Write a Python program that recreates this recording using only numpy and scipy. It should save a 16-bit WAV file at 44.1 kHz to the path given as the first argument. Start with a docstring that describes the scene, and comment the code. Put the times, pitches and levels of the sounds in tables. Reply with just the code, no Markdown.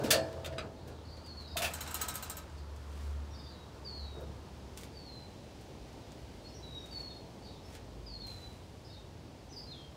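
"""A car's hood latch lets go with clunks in a paved yard: steel rasps on steel and rings the plate and hood.
The safety catch snaps free and the hood swings up, flexing, while a hinge spring chatters against its arm.
A near bird whistles mostly falling notes, farther birds twitter and chip, shoes scuff the paving,
and a far engine drones over the hush of the town."""
import sys
import numpy as np
from scipy import signal
from scipy.fft import rfft, irfft, next_fast_len
from scipy.io import wavfile
from scipy.ndimage import map_coordinates

SR = 44100
rng = np.random.default_rng(int(sys.argv[2]) if len(sys.argv) > 2 else 0)


def generate_wav(signal):
    """Clip the signal to [-1, 1] and save it as 16-bit WAV at the path in sys.argv[1]."""
    frames = np.transpose(np.atleast_2d(signal))
    scaled = np.clip(frames, -1, 1) * 32767
    pcm = np.round(scaled).astype(np.int16)
    wavfile.write(sys.argv[1], SR, pcm)


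N = 439236

# steel-on-steel noise: freq_hz, density_db
RASP_SPECTRUM = [(88, -2), (150, -6.5), (484, -15.5), (589, 2), (888, -19), (1360, -7.5), (2360, -10),
                 (2700, -7.5), (12000, -18.5), (16000, -20)]
# dry grit noise: freq_hz, density_db
GRIT_SPECTRUM = [(710, -5), (1200, -4), (1790, -3.5), (2320, -1.5), (8170, -8), (16000, -19)]


def latch():
    """Each blow rasps steel over steel, rings the plate and booms in the hood."""
    # latch blows: start_s, level_db, boom_rel_db, ring_rel_db, rasp_t60_s, rise_s, dull_db_per_oct
    blows = [(0.035, -30, -15, -38, 0.22, 0.0089, -1), (0.1047, -8.5, -17, -21, 0.16, 0.0052, -4.5),
             (0.328, -41.5, 5, -33, 0.026, 0.00041, -0.5), (.4584, -29, -3.5, -30, 0.062, 0.0037, -1.5),
             (.524, -38.5, -20, -31, 0.068, 0.0033, 5.5), (0.5818, -31.5, -28, -25, 0.12, 0.00051, 6.5),
             (0.873, -49, -18, -35, 0.23, 0.0032, -2.5)]
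    # latch plate and hood panel: freq_hz, level_db, t60_s
    plate_modes = [(1730, -9.5, 0.39), (2400, -12, 0.25), (2780, -4, 0.24), (3450, -1.5, 0.13),
                   (4400, -5, 0.26), (4732, 3, 0.072), (4980, -13, 0.35), (6520, -13, 0.053),
                   (7460, -13, 0.11), (8000, -15.5, 0.31), (8791, -15, 0.12)]
    hood_modes = [(319, -17, 1.1), (442, -18, .3), (534, -7.5, 0.49), (587, -4, 0.43), (655, -9, 1),
                  (788, -11, 0.48), (1010, -12.5, .3)]
    rasp, plate, hood = np.zeros((3, N))
    for start_s, db, boom_db, ring_db, t60_s, rise_s, dull in blows:
        add(plate, start_s, amp(db + ring_db) * ring(plate_modes, rise_s=0.0024, detune=0.006))
        add(hood, start_s, amp(db + boom_db - 8.5) * ring(hood_modes, rise_s=0.016, detune=0.0022))
        add(rasp, start_s, amp(db - 5) * burst(t60_s, rise_s, RASP_SPECTRUM, dull, treble_ratio=0.45))
    return rasp + plate * rattle(250) + hood * amp(4 * wobble(30))


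def release_lever():
    """The lever snaps back against its stop and rings thinly."""
    # lever: freq_hz, level_db, t60_s
    modes = [(1246, 0, 0.13), (2487, -2, .11), (3280, -6, .13), (3920, -1, 0.17), (4910, -2, .13),
             (6260, -14, 0.14), (7650, -13, .16), (9250, -10, .08)]
    out = np.zeros(N)
    add(out, start_s=0.5815, sound=amp(-49) * ring(modes, rise_s=0.0008, detune=0.0029))
    return out * rattle(120)


def safety_catch():
    """The hook clicks into the catch, then snaps and scrapes free; the contact point decides which modes are
    loudest."""
    # catch snaps: start_s, level_db, emphasis_hz, thunk_rel_db, scrape_t60_s, dull_db_per_oct
    snaps = [(.4442, -30, 3400, -35, 0.089, 1.5), (1.5673, -19, 3440, -4.5, 0.15, -1),
             (1.6182, -20, 2460, -3.5, 0.19, -1), (1.643, -20.5, 2560, -6, 0.13, -1),
             (1.662, -31, 2700, 6, 0.095, 1)]
    # hook and bracket: freq_hz, level_db, t60_s
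    hook_modes = [(1590, -17, 0.23), (1810, -14, 0.21), (2350, -6, 0.14), (2540, -5.5, 0.11),
                  (2635, -7, 0.15), (3140, -1.5, 0.077), (3580, 0, 0.078), (4560, -15, 0.11)]
    bracket_modes = [(686, -3.5, .06), (905, -17, .08), (1100, -19, .08)]
    out, hook = np.zeros((2, N))
    for start_s, db, emphasis_hz, thunk_db, t60_s, dull in snaps:
        touched = [(hz, mode_db - 12 * abs(np.log2(hz / emphasis_hz)), mode_t60_s)
                   for hz, mode_db, mode_t60_s in hook_modes]
        add(hook, start_s, amp(db - 14.5) * ring(touched, rise_s=0.0029, detune=0.0138))
        thunk = ring(bracket_modes, rise_s=0.0075, detune=0.022)
        add(out, start_s - 0.011, amp(db + thunk_db) * thunk)  # the bracket gives first
        add(out, start_s, amp(db - 10.5) * burst(t60_s, 0.0024, RASP_SPECTRUM, dull))
    return out + hook * rattle(250)


def hinge_spring():
    """The stretched spring knocks its arm at a near-steady beat; both ring."""
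    # spring knocks: start_s, level_db, arm_low_db
    knocks = [(1.706, -45, -55), (1.736, -31, -51.5), (1.8063, -31, -57), (1.874, -37.5, -63),
              (1.9093, -39, -55), (1.9431, -26, -48.5), (2.0133, -26, -43.5), (2.083, -27.5, -43.5),
              (2.14, -37, -58), (2.1535, -29.5, -53), (2.2252, -32, -52.5), (2.298, -31, -53),
              (2.3689, -36, -57)]
    # spring coil, arm treble, arm mids: freq_hz, level_db, t60_s
    coil_modes = [(5820, -28, .1), (6950, -4.5, 0.088), (7550, -6, 0.097), (8100, -1.5, 0.079),
                  (8900, -9, 0.086), (10900, -12, 0.11), (11700, -11, .08), (13100, -1, .07),
                  (13800, -10, 0.06), (14600, -11, .07), (15100, -4, 0.06)]
    arm_high_modes = [(2760, -4, 0.14), (3080, 3, 0.062), (3850, -2, 0.16), (4060, 4, 0.097),
                      (5440, -5, 0.27), (6270, -12, 0.25)]
    arm_low_modes = [(1000, -4, 0.22), (1277, -1, 0.14), (1430, -4, .07), (1570, -8, 0.55),
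                     (1710, -15, 0.22)]
    # impact noise: freq_hz, density_db
    crack = [(410, -14.5), (700, -5), (1260, -8.5), (2050, -13.5), (5120, -11), (8100, -9.5),
             (11200, -15.5), (13500, -12), (16000, -19)]
    out, coil, arm = np.zeros((3, N))
    for start_s, db, arm_low_db in knocks:
        arm_high_db = -52 + 0.5 * (db + 29)
        add(out, start_s, amp(arm_low_db) * ring(arm_low_modes, rise_s=0.0017, detune=0.0059))
        add(coil, start_s, amp(db - 12) * ring(coil_modes, rise_s=0.00043, detune=0.024, scatter_db=3.5))
        add(arm, start_s, amp(arm_high_db) * ring(arm_high_modes, rise_s=0.0029, detune=0.0032))
        add(out, start_s, amp(db - 13) * burst(0.17, 0.00062, crack))
        add(out, start_s, amp(db - 12.5) * burst(0.0082, 0.0001, crack))
    return out + coil * rattle(600) + arm * rattle(90)


def hinge_pivot():
    """The pivot rubs as the hood swings."""
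    # rubbing: time_s, level_db
    swing = [(1.66, -54.5), (2.034, -49), (2.6, -67)]
    spectrum = [(500, 0), (900, 2), (3000, -4), (8000, -10), (16000, -28)]  # freq_hz, density_db
    return envelope(swing, fade_s=0.025) * amp(3 * wobble(150)) * noise(spectrum)


def hood_panel():
    """The flexing hood rumbles in lumps and thumps on its stops."""
    # one curve per flex: time_s, level_db
    flexes = [
        [(0, -38.5), (.1, -40), (.16, -40), (.3, -49), (.45, -51.5), (.66, -47), (.78, -77), (.88, -49),
         (1.0, -65)],
        [(4.15, -51), (4.24, -54), (4.29, -74)],
    ]
    # sheet steel rumble: freq_hz, density_db
    spectrum = [(76, -32), (130, 1.5), (167, -10.5), (292, -5.5), (450, -0.5), (536, -1.5), (851, -11),
                (1300, -19), (1690, -19), (2860, -120)]
    # hood on its stops: start_s, pitch_hz, level_db, t60_s
    thumps = [(.044, 280, -13, 0.021), (.046, 518, -24, 0.043), (0.105, 270, -42, 0.065),
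              (.132, 598, -23, 0.14), (.872, 442, -51, 0.064), (4.162, 440, -45, .06),
              (4.213, 510, -41.5, 0.1), (4.23, 378, -42, 0.094), (4.274, 161, -31.5, 0.028)]
    level = sum(envelope(flex, fade_s=0.014) for flex in flexes)
    out = level * amp(2.1 * wobble(50)) * noise(spectrum)
    t = np.arange(SR // 2) / SR
    attack = 1 - np.exp(-t / 0.002)
    for start_s, hz, db, t60_s in thumps:
        add(out, start_s, amp(db - 60 * t / t60_s) * attack * np.sin(2 * np.pi * hz * t))
    return out


def ticks():
    """Small dry ticks: a sharp click with a duller tail."""
    # ticks: start_s, level_db, dull_db_per_oct
    hits = [(.536, -48, 9), (1.17, -49, 3), (1.263, -46, 0), (2.7631, -49, 0.1), (3.012, -48, 2),
            (4.2073, -49, -14), (4.7747, -36, -3), (4.811, -42, -3), (4.834, -39.5, -1.5),
            (5.6125, -51, -9), (5.9296, -54, 0.1), (6.12, -48, 1), (6.859, -46.5, -2), (6.93, -50, 1),
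            (7.752, -40.5, 1), (7.853, -57, 3), (8.2691, -44, -3)]
    out = np.zeros(N)
    for start_s, db, dull in hits:
        add(out, start_s, amp(db - 12) * burst(0.12, 0.00028, GRIT_SPECTRUM, dull))
        add(out, start_s, amp(db + 4.5) * burst(0.0023, 0.0001, GRIT_SPECTRUM, dull - 2))
    return out


def shoe_scuffs():
    """Soles drag on paving: gritty noise swells and fades."""
    # drags: peak_s, level_db, before_s, after_s
    drags = [(1.418, -61.5, .05, .05), (3.028, -60, 0.47, 0.3), (4.772, -61, .012, .2),
             (7.018, -62, 0.37, .07), (7.748, -57, 0.14, 0.06), (8.29, -60.5, 0.09, 0.94)]
    level = np.zeros(N)
    for peak_s, db, before_s, after_s in drags:
        edge_db = db - 24.5
        swell = [(peak_s - before_s, edge_db), (peak_s, db), (peak_s + after_s, edge_db)]
        level += envelope(swell, fade_s=0.01)
    return level * amp(2.2 * wobble(300)) * noise(GRIT_SPECTRUM)


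def bird_whistles():
    """Near-pure notes: the pitch glides fast, then drifts; the level swells, fades and flutters."""
    # notes: start_s, length_s, start_hz, settled_hz, end_hz, glide_s, swell_s, level_db
    notes = [(1.239, .105, 4970, 4170, 4140, 0.044, 0.089, -50),
             (1.368, 0.22, 4580, 3960, 3680, 0.043, 0.011, -51),
             (3.467, 0.17, 4110, 3840, 3790, 0.072, .15, -60.5),
             (3.846, 0.17, 4990, 4110, 4370, 0.036, 0.025, -43),
             (3.958, 0.29, 4890, 3960, 3710, 0.028, 0.0084, -50.5),
             (4.922, 0.15, 5040, 4400, 4370, 0.037, 0.054, -57),
             (5.048, 0.55, 4420, 4080, 3980, 0.042, 0.069, -52.5),
             (6.438, 0.044, 4190, 4420, 4400, 0.021, .021, -53.5),
             (6.625, 0.3, 4010, 3870, 3724, 0.047, 0.13, -50),
             (6.907, 0.32, 4660, 4370, 4266, 0.049, 0.06, -45),
             (8.06, 0.114, 5100, 4290, 4180, 0.042, 0.12, -46),
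             (8.195, 0.23, 4565, 4115, 3996, 0.034, 0.052, -48.5),
             (8.415, 0.085, 3975, 4010, 3973, 0.034, 0.055, -53),
             (9.665, 0.078, 4090, 4260, 4180, 0.015, 0.075, -52.5),
             (9.709, 0.17, 4320, 3250, 3170, 0.022, 0.0058, -50.5)]
    swell_db, fade_db_per_s, edge_s = 6, 73, 0.0059
    out = np.zeros(N)
    waver_hz = 12 * wobble(120)
    for start_s, length_s, start_hz, settled_hz, end_hz, glide_s, swell_s, level_db in notes:
        t = np.arange(round(length_s * SR)) / SR
        glide_hz = (start_hz - settled_hz) * np.exp(-t / glide_s)
        drift_hz = (end_hz - settled_hz) * t / length_s
        phase = phase_of(settled_hz + glide_hz + drift_hz + span(waver_hz, start_s, len(t)))
        db = level_db - swell_db * (1 - t / swell_s).clip(0) - fade_db_per_s * (t - swell_s).clip(0)
        edges = np.clip(np.minimum(t, length_s - t) / edge_s, 0, 1)
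        add(out, start_s, amp(db) * edges * (np.sin(phase) + amp(-38) * np.sin(3 * phase)))
    return out * amp(2.2 * wobble(30) + 1.2 * wobble(180))


def bird_twitter():
    """Far raspy warbles: a fast uneven trill, sagging in pitch, chopped into syllables."""
    # calls: start_s, length_s, pitch_hz, warble_scale_hz, level_db
    calls = [(0.76, 0.26, 4100, 515, -67), (1.05, 0.093, 4540, 303, -57.5), (1.171, 0.027, 4400, 300, -57),
             (1.474, 0.085, 4700, 345, -55.5), (2.553, 0.079, 4700, 507, -65),
             (3.308, 0.058, 5620, 100, -62), (3.347, 0.065, 4780, 380, -56.5), (3.5, 0.06, 4200, 300, -61),
             (3.418, 0.1, 4720, 251, -58.5), (3.994, 0.087, 4600, 200, -61), (6.475, .04, 5060, 400, -62),
             (6.541, 0.056, 5380, 500, -57), (6.73, 0.1, 5640, 150, -66), (7.077, 0.088, 3780, 250, -61),
             (7.423, 0.063, 4690, 404, -55.5), (7.459, 0.14, 3750, 298, -62.5),
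             (7.637, 0.038, 5400, 300, -62), (8.848, 0.06, 4950, 352, -58.5), (8.915, .035, 4350, 250, -57),
             (9.49, 0.06, 5900, 250, -61), (9.526, 0.12, 4970, 300, -50)]
    out = np.zeros(N)
    warble = 0.806 * np.tanh(wobble(90)) + 0.42 * wobble(600)
    chop = amp(6.3 * np.tanh(0.64 * wobble(60)) + 0.87 * wobble(320))
    for start_s, length_s, pitch_hz, scale_hz, db in calls:
        n = round(length_s * SR)
        progress = np.linspace(0, 1, n)
        sag = 0.904 * (progress - 0.5)
        phase = phase_of(pitch_hz + scale_hz * (span(warble, start_s, n) - sag))
        level = unit(span(chop, start_s, n)) * np.sin(np.pi * progress).clip(0) ** 0.11
        overtones = amp(-28) * (np.sin(2 * phase) + np.sin(3 * phase))
        add(out, start_s, amp(db) * level * (np.sin(phase) + overtones))
    return out


def bird_chips():
    """Quick rising chips of a far bird."""
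    # chips: start_s, level_db
    chips = [(3.33, -59), (3.395, -56), (3.46, -54), (3.565, -62), (8.212, -55), (8.897, -57), (8.94, -59),
             (8.965, -53)]
    length_s, pitch_hz, rise_hz = 0.017, 3550, 300
    out = np.zeros(N)
    progress = np.linspace(0, 1, round(length_s * SR))
    for start_s, db in chips:
        phase = phase_of(pitch_hz * rng.normal(1, 0.02) + rise_hz * progress)
        add(out, start_s, amp(db) * np.sin(np.pi * progress) * np.sin(phase))
    return out


def far_vehicle():
    """Firing note of a slowing engine, with tyre noise."""
    # engine note: time_s, pitch_hz, level_db
    firing = [(.05, 89, -50.5), (.5, 81.5, -47.5), (.75, 78, -56), (1.65, 77.4, -46.5), (2.45, 76, -52.5),
              (2.62, 71.8, -44), (2.85, 72, -46.5), (3.14, 72, -36), (3.45, 72, -52.5), (3.8, 71, -57.5),
              (4.0, 70.8, -43), (4.5, 70.6, -52), (5.2, 68, -64.5), (6.6, 64, -58), (7.0, 61, -54),
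              (7.4, 58, -66), (8.1, 53, -48), (8.5, 47, -60)]
    # tyre level: time_s, level_db
    passing = [(0, -73), (1.5, -61.5), (3.1, -61), (4.6, -64.5), (5.2, -73), (9.96, -70.5)]
    # tyre noise: freq_hz, density_db
    tyre_spectrum = [(600, -26), (900, 1), (1300, -3), (1800, -9.5), (3000, -37)]
    hz, db = curves(firing)
    drone = np.sqrt(2) * amp(db) * gate(firing, fade_s=0.08) * np.sin(phase_of(hz))
    return drone + amp(curves(passing)[0]) * noise(tyre_spectrum)


def town():
    """Low rumble, far traffic and hiss."""
    # town hush: time_s, traffic_db, hiss_db
    levels = [(0, -66, -54.5), (.7, -50.5, -64.5), (1.3, -52.5, -63), (2.5, -53, -64), (3.1, -53, -62.5),
              (6.3, -50.5, -60.5), (7.8, -50.5, -62), (8.6, -52.5, -63.5), (9.96, -52.5, -62)]
    # its three noise beds: freq_hz, density_db
    rumble_spectrum = [(12, -62), (20, -25), (35, -27), (54, 2), (70, 0.5), (92, -1), (150, -4.5),
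                       (200, -35), (330, -120)]
    traffic_spectrum = [(76, 0.5), (130, -2), (187, -1.5), (286, -3), (521, -6), (736, -9.5), (928, -12),
                        (1300, -27.5), (1690, -70), (2860, -120)]
    hiss_spectrum = [(650, -5.5), (1100, 1), (1400, 1.5), (2000, 1), (3000, 1.5), (4700, 1), (8000, -8),
                     (13000, -17.5), (22000, -16)]
    traffic_db, hiss_db = curves(levels)
    rumble = amp(-53.5 + 0.56 * wobble(2.7)) * noise(rumble_spectrum)
    traffic = amp(traffic_db + 0.62 * wobble(5)) * noise(traffic_spectrum)
    return rumble + traffic + amp(hiss_db) * noise(hiss_spectrum)


def ring(modes, rise_s, detune, scatter_db=1.5):
    """Struck modes at random strengths; each beats with a weaker neighbour."""
    t = np.arange(round(SR * max(t60_s for *_, t60_s in modes))) / SR
    neighbours = [(hz, db - 5, t60_s) for hz, db, t60_s in modes]
    tones = np.zeros(len(t))
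    for hz, db, t60_s in modes + neighbours:
        decay = amp(db + rng.normal(0, scatter_db) - 60 * t / t60_s)
        tones += decay * np.sin(2 * np.pi * (hz * rng.normal(1, detune) * t + rng.random()))
    return np.sqrt(1.5) * tones * (1 - np.exp(-t / rise_s))


def burst(t60_s, rise_s, spectrum, dull_db_per_oct=0, treble_ratio=1):
    """Decaying noise puff, tilted above 2 kHz; treble_ratio scales the t60 above the crossover."""
    crossover_hz = 8900
    t = np.arange(SR // 2) / SR
    tilt_db = lambda hz: dull_db_per_oct * np.log2(np.clip(hz, 2000, None) / 4000)
    puff = unit(filtered(rng.standard_normal(len(t)), lambda hz: amp(along(spectrum, hz) - tilt_db(hz))))
    treble = filtered(puff, lambda hz: highpass_gain(hz, crossover_hz))
    decay_db = -60 * t / t60_s
    decaying = (puff - treble) * amp(decay_db) + treble * amp(decay_db / treble_ratio)
    return decaying * (1 - np.exp(-t / rise_s))


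def rattle(rate_hz, steady=0.6):
    """Gain of a loose part: its ring breaks up at random."""
    return unit(np.tanh(steady + wobble(rate_hz)))


def echoes(x, decays):
    """Scattered reflections, dying away by (freq_hz, t60_s) points."""
    hz, t, bins = signal.stft(rng.standard_normal(SR // 2), SR, nperseg=256)
    tail = signal.istft(bins * amp(-60 * t / along(decays, hz)[:, None]), SR, nperseg=256)[1]
    return signal.fftconvolve(np.pad(x, (300, 0)), tail / np.linalg.norm(tail))[:N]


def noise(spectrum):
    """Coloured noise, rms 1."""
    return unit(filtered(rng.standard_normal(N), lambda hz: amp(along(spectrum, hz))))


def wobble(rate_hz):
    """Smooth random curve, rate_hz knots a second."""
    knots = rng.standard_normal(int(N * rate_hz / SR) + 4)
    return map_coordinates(knots, [np.arange(N) * rate_hz / SR])


def filtered(x, response):
    """FFT filter with gain response(hz)."""
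    size = next_fast_len(len(x) + SR // 4)
    return irfft(rfft(x, size) * response(np.fft.rfftfreq(size, 1 / SR)), size)[:len(x)]


def highpass_gain(hz, corner_hz):
    return hz ** 4 / (hz ** 4 + corner_hz ** 4)


def along(points, hz):
    """Interpolate (freq_hz, value) points on a log axis."""
    freqs_hz, values = np.transpose(points)
    return np.interp(np.log(hz + 1), np.log(freqs_hz + 1), values)


def curves(rows):
    """Per-sample curve of each column after time_s."""
    times_s, *columns = np.transpose(rows)
    return [np.interp(np.arange(N) / SR, times_s, column) for column in columns]


def gate(rows, fade_s):
    """1 over a table's time span, fading outside it."""
    t = np.arange(N) / SR
    return np.clip(np.minimum(t - rows[0][0], rows[-1][0] - t) / fade_s + 1, 0, 1) ** 2


def envelope(rows, fade_s):
    """Gated gain from (time_s, level_db) points."""
    return amp(curves(rows)[0]) * gate(rows, fade_s)


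def amp(db):
    return 10 ** (np.asarray(db) / 20)


def unit(x):
    return x / np.sqrt(np.mean(x ** 2) + 1e-20)


def phase_of(hz):
    return 2 * np.pi * np.cumsum(hz) / SR


def span(x, start_s, n):
    return x[round(start_s * SR):][:n]


def add(out, start_s, sound):
    out[round(start_s * SR):][:len(sound)] += sound


def scene():
    """Car and shoes echo in the yard, birds in the trees, over the town. Mono."""
    # yard reverberation: freq_hz, t60_s
    yard_decays = [(200, 0.46), (2000, 0.21), (10000, 0.051)]
    car = latch() + release_lever() + safety_catch() + hinge_spring() + hinge_pivot() + hood_panel()
    foreground = car + ticks() + shoe_scuffs()
    near_bird = bird_whistles()
    far_birds = bird_twitter() + bird_chips()
    trees = echoes(amp(-1) * near_bird + amp(-1.5) * far_birds, [(4000, 0.37)])
    yard = amp(-8) * echoes(foreground, yard_decays)
    return (foreground + yard + near_bird + far_birds + trees + far_vehicle() + town())[None]


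def record(dry):
    """Deep bass rolls off; the treble ends at a steep band limit."""
    low_hz, top_hz, edge_hz = 37.3, 15750, 200
    band_limit = lambda hz: np.clip((top_hz - hz) / edge_hz + 0.5, 0, 1)
    return filtered(dry[0], lambda hz: band_limit(hz) * highpass_gain(hz, low_hz))[None]


dry = scene()
out = record(dry)
generate_wav(out)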